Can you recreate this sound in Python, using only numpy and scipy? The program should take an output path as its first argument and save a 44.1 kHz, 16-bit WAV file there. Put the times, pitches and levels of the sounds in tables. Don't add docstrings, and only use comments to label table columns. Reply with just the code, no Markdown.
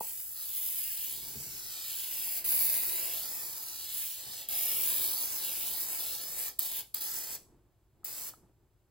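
import sys
import numpy as np
from scipy import signal
from scipy.fft import rfft, irfft
from scipy.io import wavfile

SR = 44100
rng = np.random.default_rng(int(sys.argv[2]) if len(sys.argv) > 2 else 0)


def store_pcm(level_fs):
    pcm = np.round(np.clip(level_fs, -1, 1) * 32767).astype(np.int16)
    wavfile.write(sys.argv[1], SR, np.atleast_2d(pcm).T)


N = 392490
TIME, HZ = np.arange(N) / SR, np.fft.rfftfreq(N, 1 / SR)


# f/Hz, relative level/dB
HISS_TONE = [(100, -16.5), (230, -24), (350, -19), (560, -20), (820, -16), (1150, -21), (1700, -17.5),
             (2600, -16), (4900, -10), (6500, -13), (8200, -8.5), (10500, -2.5), (12400, -0.5),
             (13700, -1.5), (15500, 3)]
# low f/Hz, high f/Hz, added level/dB, sputter depth/dB, exponent (higher fades sooner with the flow)
HISS_PARTS = [(8920, 18600, 4.8, 1.55, 1.7), (5900, 8300, 2.5, 1.5, 1.6), (1570, 5550, -0.65, 1.05, 0.84),
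              (702, 1486, 0.24, 0.5, 0.74), (166.3, 690, -3, 2.5, 0.48)]
def spray(sputter_hz=420, surge_hz=45, surge=0.31, extra_per_db=0.028, waver_hz=9, waver_db=0.48):
    levels_db = spray_levels()
    jet_db = levels_db[0]
    force = np.clip(1 + extra_per_db * (jet_db - jet_db.mean()), .5, 2)
    sputter = force * unit(flutter(sputter_hz) + surge * flutter(surge_hz))
    flow = valve() * amp(waver_db * flutter(waver_hz))
    tone, out = amp(across(HISS_TONE)), np.zeros(N)
    for level_db, (low_hz, high_hz, trim_db, depth_db, power) in zip(levels_db, HISS_PARTS):
        hiss = mono_noise(band(low_hz, high_hz, steepness=10) * tone)
        out += hiss * amp(level_db + trim_db) * unit(amp(depth_db * sputter)) * flow ** power
    return out


# open t/s, shut t/s, fade t/s
LONG_PRESSES = [(0.002, 2.38, .042), (2.441, 4.412, .05), (4.4865, 6.487, .021)]
# open t/s, shut t/s, jet level/dB, splash level/dB, drumming level/dB, drop of the jet/(dB per s)
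SHORT_SPURTS = [(6.587, 6.808, -39, -48.5, -61.5, -2), (6.9404, 6.987, -42, -48.5, -62.5, 32),
                (7.005, 7.355, -37.5, -46.5, -61.5, 16), (8.043, 8.292, -42.5, -51.5, -63.5, 11)]
def valve(opening_s=0.0025, spurt_fade_s=0.018):
    pushes = list(LONG_PRESSES) + [(start, shut, spurt_fade_s) for start, shut, *_ in SHORT_SPURTS]
    flow = np.zeros(N)
    for start, shut, fade_s in pushes:
        opening = np.clip((TIME - start) / opening_s, 0, 1)
        closing = np.exp(-np.maximum(TIME - shut, 0) / fade_s)
        flow = np.maximum(flow, opening * closing)
    return flow


# t/s, jet level/dB, splash level/dB, drumming level/dB
PRESS_LEVELS = [
    [(0.08, -42, -54.5, -77), (0.33, -42, -60, -76), (0.37, -41.5, -53.5, -69), (0.58, -36.5, -52.5, -69),
     (1.05, -38, -49.5, -70), (1.23, -44.5, -52.5, -68.5), (1.62, -46.5, -52.5, -71),
     (1.81, -45.5, -49, -65.5), (1.86, -41, -48, -67), (2.25, -38.5, -49, -64.5),
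     (2.37, -36.5, -48.5, -63.5)],
    [(2.47, -31, -47, -58.5), (2.49, -29, -45.5, -58.5), (2.668, -30, -44.5, -58),
     (2.866, -33.5, -47, -58.5), (3.076, -37.5, -46.5, -58.5), (3.496, -42.5, -52.5, -63),
     (3.9, -44, -50, -67.5), (3.958, -38.5, -49.5, -64.5), (4.146, -42.5, -50.5, -70.5),
     (4.238, -47.5, -52, -63.5), (4.4, -46, -50, -66)],
    [(4.51, -36, -47, -60.5), (4.612, -34.5, -45.5, -60.5), (4.722, -32, -44.5, -57.5),
     (4.984, -32, -44.5, -58), (5.274, -37.5, -47, -61), (5.508, -38, -47, -59.5), (5.824, -36, -48, -59.5),
     (5.884, -41, -48.5, -60), (6.016, -37, -46.5, -60.5), (6.246, -43, -50.5, -61),
     (6.47, -38, -46.5, -61.5)],
]
def spray_levels(splash_share=.6, mist_swell=0.7, rush_swell=1.4):
    rows = [row for press in PRESS_LEVELS for row in press]
    for start, shut, jet, splash, drum, sag in SHORT_SPURTS:
        lost_db = sag * (shut - start)
        rows += [(start, jet, splash, drum), (shut, jet - lost_db, splash - splash_share * lost_db, drum)]
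    times, *columns = np.transpose(rows)
    jet, splash, drum = [np.interp(TIME, times, column) for column in columns]
    mist = splash.mean() + mist_swell * (splash - splash.mean())
    rush = drum.mean() + rush_swell * (drum - drum.mean())
    return jet, mist, splash, drum, rush


# t/s, level/dB, fade t/s
OIL_BLOBS = [(2.5045, -23, .0007), (2.5645, -22, .0007), (2.6708, -26, .0007), (4.4875, -24, .002),
             (6.068, -28, .002), (6.5923, -17, .002), (6.9448, -21, .0028), (7.0055, -38, .004),
             (8.0475, -28, .0016)]
# f/Hz, relative level/dB
SPIT_TONE = [(500, -37), (2000, -33), (5000, -24), (9000, -8.5), (13000, -4.5), (15400, 2.5), (16000, 6.5),
             (16800, -31)]
def spits(rise_s=0.00037):
    puffs = sum(amp(db) * np.exp(-np.maximum((at - TIME) / rise_s, (TIME - at) / fade_s))
                for at, db, fade_s in OIL_BLOBS)
    return mono_noise(amp(across(SPIT_TONE))) * puffs


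# t/s, extra distance/m
ECHO_PATH = [(0.26, 0.041), (0.53, 0.1), (0.92, 0.13), (1.42, 0.045), (1.94, 0.096), (2.47, 0.15),
             (2.91, 0.16), (3.1, 0.125), (3.3, 0.052), (3.73, 0.063), (4.06, 0.11), (4.33, 0.072),
             (4.49, 0.11), (4.76, 0.12), (5.34, 0.047), (5.56, 0.13), (5.94, 0.031), (6.06, 0.097),
             (6.41, 0.035), (6.76, 0.11), (7.12, 0.05), (8.34, 0.047)]
# f/Hz, share
ECHO_STRENGTH = [(700, 0.21), (1500, 0.26), (3000, 0.58), (5000, 0.22), (8500, 0.23), (15000, 0.036)]
def dish(hiss, sound_m_per_s=343, rim_gain=0.64, rim_low_hz=1190, rim_high_hz=8500, width=1.1):
    hz, t, spectrum = signal.stft(hiss, SR, nperseg=1024)
    hz = hz[:, None]
    delay_s = np.interp(t, *np.transpose(ECHO_PATH)) / sound_m_per_s
    echo = across(ECHO_STRENGTH, hz) * np.exp(-2j * np.pi * hz * delay_s)
    rims = rim_gain * hz / np.hypot(hz, rim_low_hz) / np.hypot(1, hz / rim_high_hz)
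    swirl = 1 + echo + rims * rim_echoes(hz, t, delay_s)
    side = width * np.sqrt((1 - likeness(hz)) / 2) * rim_echoes(hz, t, delay_s)
    left_right = np.array([swirl + side, swirl - side]) / np.sqrt(np.mean(abs(swirl) ** 2))
    # 1 dB more, with a dip on either side.
    off_peak = (np.log2((hz + 1) * delay_s) / 0.48) ** 2
    focus = amp((1 - off_peak / 2) * np.exp(-off_peak / 2))
    return signal.istft(spectrum * focus * left_right, SR, nperseg=1024)[1][:, :N]


def rim_echoes(hz, t, dish_delay_s, count=22, facing_hz=1.0):
    out = 0
    for late, facing_start, pace, sway_start, turn, lean in rng.random((count, 6)):
        sway = 1 + .12 * np.sin(2 * np.pi * ((.5 + .9 * pace) * t + sway_start))
        delay_s = (.0004 + .004 * late ** 2) * sway + (2.4 * lean - .4) * dish_delay_s
        facing = np.sin(2 * np.pi * (facing_hz * (turn + .5) * t + facing_start))
        out = out + facing * np.exp(-2j * np.pi * hz * delay_s)
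    return out * np.sqrt(2 / count)


# t/s, level/dB
KNOCK_HITS = [(.007, -26), (2.272, -48.5)]
# f/Hz, relative level/dB, ring t/s
KNOCK_NOTES = [(180, -13, 0.033), (480, -2, 0.019), (680, 2, 0.011), (900, 6.5, 0.023)]
def knocks():
    return strikes(KNOCK_HITS, KNOCK_NOTES, contact_s=0.0019)


# t/s, level/dB
BUMP_HITS = [(1.352, -37), (1.365, -41), (1.395, -43), (1.462, -46), (4.262, -48), (4.292, -50.5)]
# f/Hz, relative level/dB, ring t/s
BUMP_NOTES = [(68, -14, 0.18), (135, -4, .13), (156, -12, 0.14), (224, -3.5, 0.078), (430, 3, 0.031)]
def bumps():
    return strikes(BUMP_HITS, BUMP_NOTES, contact_s=0.0073)


# t/s, level/dB
CLICK_HITS = [(8.0335, -62), (8.337, -50.5)]
# f/Hz, relative level/dB, ring t/s
CLICK_NOTES = [(750, 4, 0.011), (1080, -4, 0.011), (1280, 4, 0.027)]
def button():
    return strikes(CLICK_HITS, CLICK_NOTES, contact_s=.0005)


def strikes(hits, notes, contact_s):
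    out, t = np.zeros(N), np.arange(SR // 2) / SR
    swell = 1 - np.exp(-(t / contact_s) ** 2)
    for at, db in hits:
        ring = 0
        for hz, note_db, ring_s in notes:
            fade = np.exp(-np.log(1000) * t / ring_s)
            ring += amp(db + note_db) * fade * np.sin(2 * np.pi * (hz * t + rng.random()))
        part = out[round(at * SR):][:len(t)]
        part += (ring * swell)[:len(part)]
    return out


def gas_rumble(low_hz=47, high_hz=154, below_rush_db=12):
    rush_db = spray_levels()[-1]
    return stereo_noise(band(low_hz, high_hz, steepness=6)) * amp(rush_db - below_rush_db) * valve()


# start t/s, length t/s, level/dB
SLEEVE_STROKES = [(0.927, .9, -62), (2.053, 0.3, -71), (4.25, 0.67, -80), (7.301, 0.41, -66),
                  (7.92, 0.53, -70), (8.351, 0.188, -66), (8.553, .15, -77)]
# f/Hz, relative level/dB
CLOTH_TONE = [(60, 3), (140, 5.5), (260, 0), (360, 7), (520, -8.5), (950, -8.5), (1500, -20.5),
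              (3000, -28.5), (12000, -40.5)]
def sleeve(rub_hz=25, rub_db=1.5, resting_db=-81):
    strokes = sum(amp(db) * np.sin(np.pi * np.clip((TIME - start) / length, 0, 1))
                  for start, length, db in SLEEVE_STROKES)
    cloth = stereo_noise(amp(across(CLOTH_TONE)))
    return cloth * (amp(resting_db) + strokes) * unit(amp(rub_db * flutter(rub_hz)))


# f/Hz, t/s
ROOM_FADE = [(200, 0.43), (1000, 0.27), (4000, 0.3), (9000, 0.38), (15000, .22)]
def kitchen_echo(sound, first_echo_s=0.0024):
    hz, t, spectra = signal.stft(rng.standard_normal((2, SR // 2)), SR, nperseg=256)
    fade = np.exp(-np.log(1000) * t / across(ROOM_FADE, hz)[:, None])
    tail = signal.istft(left_and_right(*spectra, hz[:, None]) * fade, SR, nperseg=256)[1]
    tail *= np.arange(tail.shape[1]) / SR > first_echo_s
    return signal.fftconvolve(sound, tail / np.linalg.norm(tail[0]), axes=1)[:, :N]


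# f/Hz, relative level/dB
HUSH_TONE = [(20, -18.5), (32, -17), (50, 7), (65, -1), (90, -2), (125, 0), (175, -16), (290, -19),
             (355, -11.5), (430, -22.5), (600, -19.5), (1000, -24.5), (2200, -32), (6000, -35.5),
             (15500, -32.5)]
def kitchen_hush(level_db=-69.5):
    return amp(level_db) * stereo_noise(amp(across(HUSH_TONE)))


# f/Hz, likeness (1 is the same)
SIDES_ALIKE = [(100, 0.88), (900, 0.89), (2000, 0.59), (3000, 0.59), (4300, 1), (6000, 0.11), (7500, 0.92),
               (9300, 1), (11400, 0.61), (15500, 1)]
def likeness(hz):
    return np.clip(across(SIDES_ALIKE, hz), 0, 1)


def left_and_right(a, b, hz):
    same = likeness(hz)
    mid, side = a * np.sqrt((1 + same) / 2), b * np.sqrt((1 - same) / 2)
    return np.array([mid + side, mid - side])


def stereo_noise(tone):
    return unit(irfft(left_and_right(*rfft(rng.standard_normal((2, N))), HZ) * tone, N))


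def mono_noise(tone):
    return unit(irfft(rfft(rng.standard_normal(N)) * tone, N))


def flutter(rate_hz):
    return mono_noise(1 / (1 + (HZ / rate_hz) ** 2))


def band(low_hz, high_hz, steepness):
    return 1 / np.sqrt((1 + (low_hz / (HZ + 1)) ** steepness) * (1 + (HZ / high_hz) ** steepness))


def across(points, hz=HZ):
    f, value = np.transpose(points)
    return np.interp(np.log(hz + 1), np.log(f), value)


def amp(db):
    return 10 ** (np.asarray(db) / 20)


def unit(x):
    return x / np.sqrt(np.mean(x ** 2) + 1e-20)


def scene(spray_room_db=-11, knock_room_db=-12):
    hiss = dish(spray() + spits())
    taps = knocks() + bumps() + button()
    room = kitchen_echo(amp(spray_room_db) * hiss + amp(knock_room_db) * taps)
    return hiss + taps + room + gas_rumble() + sleeve() + kitchen_hush()


# f/Hz, angle/rad
LEFT_LEAD = [(100, 0.08), (1800, -0.05), (2900, 0.22), (4300, 1), (5200, -1.44), (6000, -2.7), (6600, -1.4),
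             (7400, -0.2)]
def record(dry, top_hz=15850, treble_hz=7560, treble_lead_s=.000264):
    lead = across(LEFT_LEAD) + 2 * np.pi * np.maximum(HZ - treble_hz, 0) * treble_lead_s
    wide = irfft(rfft(dry) * np.exp(.5j * np.array([lead, -lead])), N)
    top_cut = signal.firwin(601, top_hz, window=("kaiser", 8), fs=SR)
    return signal.oaconvolve(wide, top_cut[None], "same")


dry = scene()
out = record(dry)
store_pcm(out)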